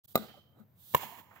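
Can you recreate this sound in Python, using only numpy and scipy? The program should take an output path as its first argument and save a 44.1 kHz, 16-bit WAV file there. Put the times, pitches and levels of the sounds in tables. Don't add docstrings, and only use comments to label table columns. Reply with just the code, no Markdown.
import sys
import numpy as np
from scipy import signal
from scipy.fft import rfft, irfft, next_fast_len
from scipy.io import wavfile

SR = 44100
rng = np.random.default_rng(int(sys.argv[2]) if len(sys.argv) > 2 else 0)


def master_out(mix):
    frames = np.transpose(np.atleast_2d(mix))
    ceiling = np.clip(frames, -1, 1)
    pcm = np.round(ceiling * 32767).astype(np.int16)
    wavfile.write(sys.argv[1], SR, pcm)


N = 61739
TIME = np.arange(N) / SR
SIZE = next_fast_len(N + SR // 4)
HZ = np.maximum(np.arange(SIZE // 2 + 1) * SR / SIZE, 1)


def amp(db):
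    return 10 ** (np.asarray(db) / 20)


def rms_one(x):
    return x / np.sqrt(np.mean(x ** 2) + 1e-20)


def since(s):
    return np.maximum(TIME - s, 0)


def in_time(rows):
    return np.interp(TIME, *np.transpose(rows))


def at_hz(points):
    f, value = np.transpose(points)
    return np.interp(np.log(HZ), np.log(f), value)


def filtered(x, response):
    return irfft(rfft(x, SIZE) * response, SIZE)[..., :N]


def sides(db):
    return amp(np.multiply.outer([.5, -.5], db))


def ports(rows):
    hz, db, lead = np.transpose(rows)
    phase = np.multiply.outer([.5, -.5], at_hz(np.c_[hz, lead]))
    return sides(at_hz(np.c_[hz, db])) * np.exp(1j * phase)


def pair(alike):
    mid, side = rfft(rng.standard_normal((2, SIZE)))
    alike = np.clip(alike, 0, 1)
    return np.sqrt(1 + alike) * mid + np.sqrt(1 - alike) * side * [[1], [-1]]


# (f/Hz, likeness 0-1)
WIDE_LIKENESS = [(200, 1), (1500, 0.8), (3500, 0.3), (14000, 0.2)]


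def scattered(shape):
    return rms_one(irfft(pair(at_hz(WIDE_LIKENESS)) * shape, SIZE)[:, :N])


# colour (f/Hz, level/dB) and overall level/dB
TOWN_COLOUR = [(30, -49.5), (86, 1.5), (118, -5.5), (259, -23), (374, -30.5), (540, -28), (11000, -61),
               (14200, -33), (16000, -46.5)]
TOWN_DB = -60
# (f/Hz, likeness 0-1)
TOWN_BALANCE = [(60, 3), (1500, -2), (15000, 2.5)]
TOWN_LIKENESS = [(60, 0.3), (150, 1), (500, 0.33), (2000, 0.33)]


def town():
    spectrum = pair(at_hz(TOWN_LIKENESS)) * amp(at_hz(TOWN_COLOUR)) * sides(at_hz(TOWN_BALANCE))
    return amp(TOWN_DB) * rms_one(irfft(spectrum, SIZE)[:, :N])


# (t/s, level/dB)
FLIGHT = [(.04, -61.5), (.19, -58), (.34, -73.5), (.57, -103), (.6, -73), (.64, -99), (.75, -82.5),
          (.8, -63.5), (.92, -53.5), (.98, -44.5), (1.0, -61), (1.02, -48.5), (1.07, -55.5), (1.15, -61.5),
          (1.2, -63.5), (1.25, -72.5), (1.31, -114), (1.36, -66.5), (1.4, -88)]
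# (f/Hz, level/dB)
HISS_COLOUR = [(1500, -26), (2390, -29.5), (3480, -11.5), (5280, -19), (9950, -17), (14500, -5.5),
               (15700, -8.5), (16000, -35)]


def ball_hiss():
    return amp(in_time(FLIGHT)) * scattered(amp(at_hz(HISS_COLOUR)))


# (f/Hz, level/dB per Hz)
CRACK_COLOUR = [(2500, -10.5), (4300, -12), (6200, -16.5), (7830, -6.5), (10100, -22), (13300, -3),
                (15500, 3.5), (16300, -31)]


def pop(s, db, contact, modes, crack_db, crack_t60):
    t = since(s)
    ringing = sum(amp(level_db - 60 * t / t60) * np.sin(2 * np.pi * hz * t)
                  for hz, level_db, t60 in modes)
    softness = (np.pi * HZ * contact / 2) ** 2 / 8
    push = np.exp(-softness - 1j * np.pi * HZ * contact)
    grit = rms_one(filtered(rng.standard_normal(N), amp(at_hz(CRACK_COLOUR)) * (HZ > 2000)))
    crack = amp(crack_db - 60 * t / crack_t60) * (t > 0) * grit
    return -amp(db) * filtered(ringing, push) + crack


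# (t/s, level/dB of the ringing, contact time/s)
HITS = [(0.1554, -15.5, 0.00056), (0.9473, -14, 0.00038)]
# (f/Hz, level/dB, time to fall 60 dB/s)
PADDLES = [
    [(231, -4.5, 0.027), (523, 0, 0.015), (683, 8.5, 0.01), (1222.5, -2, 0.046), (1450, -19, 0.067),
     (2016, -13, 0.021), (3947, 8.5, 0.018)],
    [(160, -4.5, 0.0325), (586, -1.5, 0.0059), (1039, 8, 0.014), (1772, 0, 0.025), (2220, 0.5, 0.018),
     (2810, -2, 0.022), (3240, -4, 0.016), (4120, -7.5, 0.011)],
]
# (level/dB, time to fall 60 dB/s)
CRACKS = [(-20, 0.026), (-18, 0.02)]


def bare_pops():
    return [pop(*hit, modes, *crack) for hit, modes, crack in zip(HITS, PADDLES, CRACKS)]


# (t/s from the pop, level/dB, f/Hz above which it is dulled)
ARRIVALS = [
    [(-.0076, -31, 1879), (.0032, -14, 9130), (.0138, -16.5, 1000), (.0216, -17, 15590)],
    [(-.0078, -28, 2000), (.002, -4, 12100), (.004, -13.5, 11800), (.0148, -19.5, 920), (.049, -32, 2960)],
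]
# (f/Hz, left-minus-right level/dB, left lead/radians)
POP_PORTS = [
    [(139, 6, 0.5), (217, 7, -0.26), (398, -2, 0.5), (1220, -1, 1), (2240, -9, 1.62), (4250, 11.5, 4.5),
     (6300, 6.5, 8.5), (14000, -10, 6)],
    [(140, 6.5, -1.4), (210, 17, -1.3), (318, -5, -1.3), (616, 1, 0.24), (1020, -4, -1.39),
     (3300, -9, -1.4), (8000, -5, -1), (14100, -8, 1)],
]


def direct_pops(pops):
    total = 0
    for bare, arrivals, port_rows in zip(pops, ARRIVALS, POP_PORTS):
        paths = 1
        for lag, db, dull_hz in arrivals:
            shift = np.exp(-2j * np.pi * HZ * lag)
            paths = paths + amp(db) * shift / (1 + 1j * HZ / dull_hz)
        total = total + filtered(bare, paths * ports(port_rows))
    return total


# (start t/s, centre f/Hz, half-width f/Hz, level/dB at the start, fade time/s)
RINGS = [(0.27, 3110, 71, -66.5, 0.28), (0.15, 3810, 1400, -59, 0.29), (0.95, 950, 78, -51.5, 0.34)]


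def lingering_rings():
    total = 0
    for s, hz, width, db, fade in RINGS:
        band = scattered(1 / (1 + ((HZ - hz) / width) ** 2))
        total = total + amp(db - 20.5 * ((TIME - s) / fade) ** 2) * (TIME > s) * band
    return total


AIR_DB_PER_S, AIR_HZ = 20.5, 2000


def echo(bare, s, curve, colour, blur):
    cloud = scattered(1)
    short = bare * amp(-60 * since(s) / blur)
    from_zero = rfft(short, SIZE) * np.exp(2j * np.pi * HZ * s)
    wet = rms_one(filtered(cloud, from_zero * amp(at_hz(colour))))
    low = signal.sosfilt(signal.butter(2, AIR_HZ, fs=SR, output="sos"), wet)
    wet = low + (wet - low) * amp(-AIR_DB_PER_S * since(s))
    return wet * amp(in_time(curve)) * (TIME > curve[0][0]) * (TIME <= curve[-1][0])


# (t/s, level/dB)
ECHO_CURVES = [
    [(.183, -43.5), (.205, -50.5), (.24, -48.5), (.275, -57.5), (.293, -55.5), (.32, -64), (.39, -60.5),
     (.41, -76.5), (.54, -74.5), (.57, -65), (.61, -62), (.64, -68)],
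    [(.966, -38), (.985, -49.5), (1.008, -44.5), (1.04, -42), (1.07, -50.5), (1.115, -51), (1.17, -54),
     (1.197, -48), (1.225, -64), (1.4, -57.5)],
]
# (f/Hz, level/dB)
ECHO_COLOURS = [
    [(100, 3.5), (330, 3), (700, -0.5), (1500, 7), (3000, 5), (5200, 10), (15000, 4)],
    [(140, -3.5), (330, 3.5), (650, 0.5), (1000, 6), (1450, 5.5), (2200, 14), (5000, 17.5), (15000, 15.5)],
]
ECHO_BLURS = [.03, 0.008]


def echoes(pops):
    total = 0
    for k, bare in enumerate(pops):
        total = total + echo(bare, HITS[k][0], ECHO_CURVES[k], ECHO_COLOURS[k], ECHO_BLURS[k])
    return total


# (t/s, peak level/dB, f/Hz)
KNOCKS = [(.19, -41, 216.7), (.341, -51.5, 773), (.371, -57, 592), (.595, -54, 215.4), (1.03, -40, 786),
          (1.027, -56, 146), (1.029, -54, 218.4), (1.121, -50.5, 710)]
KNOCK_CYCLES = 18


def knocks():
    total = 0
    for s, db, hz in KNOCKS:
        x = since(s) * hz * np.log(1000) / KNOCK_CYCLES
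        swell = np.e * x * np.exp(-x)
        total = total + amp(db) * swell * np.sin(2 * np.pi * hz * (TIME - s))
    return total


# (t/s, starting level/dB, time to fall 60 dB/s, centre f/Hz)
SCUFFS = [(0.284, -60.5, 0.22, 1900), (1.311, -57, 0.25, 904), (1.359, -55.5, 0.19, 1320)]
SCUFF_OCTAVES = 0.97


def scuffs():
    total = 0
    for s, db, t60, hz in SCUFFS:
        noise = scattered(np.exp(-(np.log2(HZ / hz) / SCUFF_OCTAVES) ** 2))
        total = total + amp(db - 60 * np.abs(TIME - s) / t60) * (TIME > s) * noise
    return total


# (f/Hz, left-minus-right level/dB, left lead/radians)
WIDE_PORTS = [(139, 12, -0.9), (215, 16, -1.3), (400, -5, -1.05), (690, -9, -0.5), (1990, -8, 1.5),
              (3200, -10, 3.5), (5030, 1, -0.7), (14000, -8.5, 0)]


def scene():
    pops = bare_pops()
    around = ball_hiss() + lingering_rings() + echoes(pops) + knocks() + scuffs()
    return town() + direct_pops(pops) + filtered(around, ports(WIDE_PORTS))


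# (t/s, level/dB)
OPENING = [(.035, -80), (.037, -18), (.046, 0), (.058, 0), (.06, -30), (.066, -80), (.075, -25), (.08, 0),
           (.13, 0), (.134, -8), (.1455, -8), (.1465, 0)]
TOP = 0.4
LOW_CUT_HZ, CUTOFF_HZ = 145, 16800


def record(dry):
    rounded = TOP * np.tanh(dry / TOP)
    opened = rounded * amp(in_time(OPENING))
    thin = signal.sosfilt(signal.butter(2, LOW_CUT_HZ, "high", fs=SR, output="sos"), opened)
    return signal.sosfilt(signal.cheby2(12, 60, CUTOFF_HZ, fs=SR, output="sos"), thin)


dry = scene()
out = record(dry)
master_out(out)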